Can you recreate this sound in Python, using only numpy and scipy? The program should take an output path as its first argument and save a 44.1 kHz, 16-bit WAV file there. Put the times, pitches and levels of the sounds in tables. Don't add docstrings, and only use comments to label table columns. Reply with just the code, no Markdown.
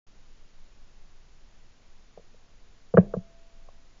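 import sys
import numpy as np
from scipy import signal
from scipy.fft import rfft, irfft
from scipy.io import wavfile
from scipy.ndimage import uniform_filter1d

SR = 44100
rng = np.random.default_rng(int(sys.argv[2]) if len(sys.argv) > 2 else 0)


def persist_wave(psi):
    counts = np.round(np.clip(psi, -1, 1) * 32767).astype(np.int16)
    wavfile.write(sys.argv[1], SR, np.atleast_2d(counts).T)


N = 176400


def gain(db):
    return 10 ** (np.asarray(db) / 20)


def noise(shape):
    bins_hz = np.arange(N // 2 + 1) * SR / N + 1e-9
    shaped = irfft(rfft(rng.standard_normal(N)) * shape(bins_hz), N)
    return shaped / shaped.std()


def wander(rate_hz):
    hold = int(SR / rate_hz)
    steps = np.repeat(rng.standard_normal(N // hold + 1), hold)
    curve = uniform_filter1d(uniform_filter1d(steps, hold), hold)[:N]
    return curve / curve.std()


def since(start_s):
    return np.maximum(np.arange(N) / SR - start_s, 0)


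def fade(t, fade_s):
    return np.exp(-np.log(1000) * t / fade_s)


def push(hz, cutoff_hz, bass_db, bass_below_hz=280, steepness=4.6):
    return gain(bass_db * (hz < bass_below_hz)) / np.sqrt(1 + (hz / cutoff_hz) ** (2 * steepness))


def note(t, hz, fade_s, rise_cycles=2.0, rise_shape=2.85):
    rise_s = rise_cycles / hz
    swell = 1 - np.exp(-(t / rise_s) ** rise_shape)
    return swell * fade(np.maximum(t - rise_s, 0), fade_s) * np.sin(2 * np.pi * hz * t)


def strike(notes, start_s, level_db, cutoff_hz, bass_db=0):
    out = np.zeros(N)
    span = slice(int(start_s * SR), int(start_s * SR) + SR // 2)
    t = since(start_s)[span]
    for hz, note_db, fade_s in notes:
        out[span] += gain(level_db + note_db) * push(hz, cutoff_hz, bass_db) * note(t, hz, fade_s)
    return out


# pitch_hz, relative_db
AIR_BALANCE = [(5, -8.5), (14, 3), (25, -10.5), (45, -18.5), (90, -29), (190, -31.5), (320, -36),
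               (700, -39), (1500, -42.5), (3500, -45), (7000, -47)]

def air(level_db=-48, gust_db=0.14, gust_rate_hz=17, rumble_top_hz=89.3):
    hz, db = np.array(AIR_BALANCE).T
    steady = gain(level_db) * noise(lambda f: gain(np.interp(np.log(f), np.log(hz), db)))
    rumble = signal.sosfiltfilt(signal.butter(2, rumble_top_hz, fs=SR, output="sos"), steady)
    return steady + rumble * (gain(gust_db * wander(gust_rate_hz)) - 1)


# pitch_hz, relative_db, fade_s
SMALL_PART_NOTES = [(555, 1.5, 0.016), (730, 0.5, 0.019), (900, -6, .02), (1091, -3.5, 0.028)]
# start_s, level_db, cutoff_hz
TAPS = [(2.1730, -40, 780), (3.6845, -44, 1586)]

def small_part_taps():
    return sum(strike(SMALL_PART_NOTES, *tap) for tap in TAPS)


# pitch_hz, level_db, fade_s
METAL_NOTES = [(669, -54, 2.8), (677, -55, 0.39), (527, -47, .16)]

def metal_ring(start_s=2.974, rise_s=0.0046):
    t = since(start_s)
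    ring = sum(gain(db) * fade(t, fade_s) * np.sin(2 * np.pi * hz * t) for hz, db, fade_s in METAL_NOTES)
    return np.minimum(t / rise_s, 1) * ring


# pitch_hz, width_hz, relative_db, fade_s
WASH_BANDS = [(129.5, 130, -43.5, 0.52), (480, 580, -37.5, 0.37), (761.5, 250, -45, 0.22),
              (1080, 400, -47.5, 0.21), (1640, 480, -41.5, .17), (2300, 900, -40.5, 0.11)]

def lingering_wash(blows, rise_s=0.0047):
    out = np.zeros(N)
    for hz, width_hz, band_db, fade_s in WASH_BANDS:
        power = np.zeros(N)
        for start_s, level_db, cutoff_hz, bass_db in blows:
            t = since(start_s)
            strength = gain(level_db) * push(hz, cutoff_hz, bass_db)
            power += (strength * np.minimum(t / rise_s, 1) * fade(t, fade_s)) ** 2
        band = noise(lambda f: 1 / (1 + (2 * (f - hz) / width_hz) ** 2) ** 2)
        out += gain(band_db) * np.sqrt(power) * band
    return out


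# pitch_hz, relative_db, fade_s
HOUSING_NOTES = [(27, -41, 0.41), (104, -14.5, 0.058), (146.7, -30, .12), (180.2, -4.5, .07),
                 (201.5, -34, 0.41), (382, -5.5, 0.0054), (485.4, 5.5, 0.016), (560.4, -6, .029),
                 (669.3, -13, .045), (727, -25.5, 0.07), (945, -21.5, 0.033), (1060, -21.5, .049),
                 (1167, -10, 0.029), (1291, -8.5, .023), (1556, -16.5, 0.035), (1646, -17.5, .05),
                 (1905, -27, 0.038), (2950, -31.5, 0.035)]
# start_s, level_db, cutoff_hz, bass_db
BLOWS = [(2.1730, -35, 885, -8), (2.194, -42, 554, -13), (2.342, -49, 800, -18), (2.9382, -12.5, 888, 4.5),
         (2.9423, -17, 820, -29), (2.9707, -3.5, 2296, -24.5), (2.9765, -0.5, 585, 3),
         (2.9815, -4, 569, -7), (3.1369, -16, 1116, -9), (3.1640, -25.5, 610, 11)]

def housing_knocks():
    return sum(strike(HOUSING_NOTES, *blow) for blow in BLOWS)


def scene():
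    return (air() + small_part_taps() + metal_ring() + lingering_wash(BLOWS) + housing_knocks())[None]


def record(dry):
    start_s, rise_s, top_hz = 0.066, 0.004, 7050
    fade_in = np.minimum(since(start_s) / rise_s, 1)
    treble_cut = signal.ellip(8, .2, 60, top_hz, fs=SR, output="sos")
    return signal.sosfilt(treble_cut, dry * fade_in)


dry = scene()
out = record(dry)
persist_wave(out)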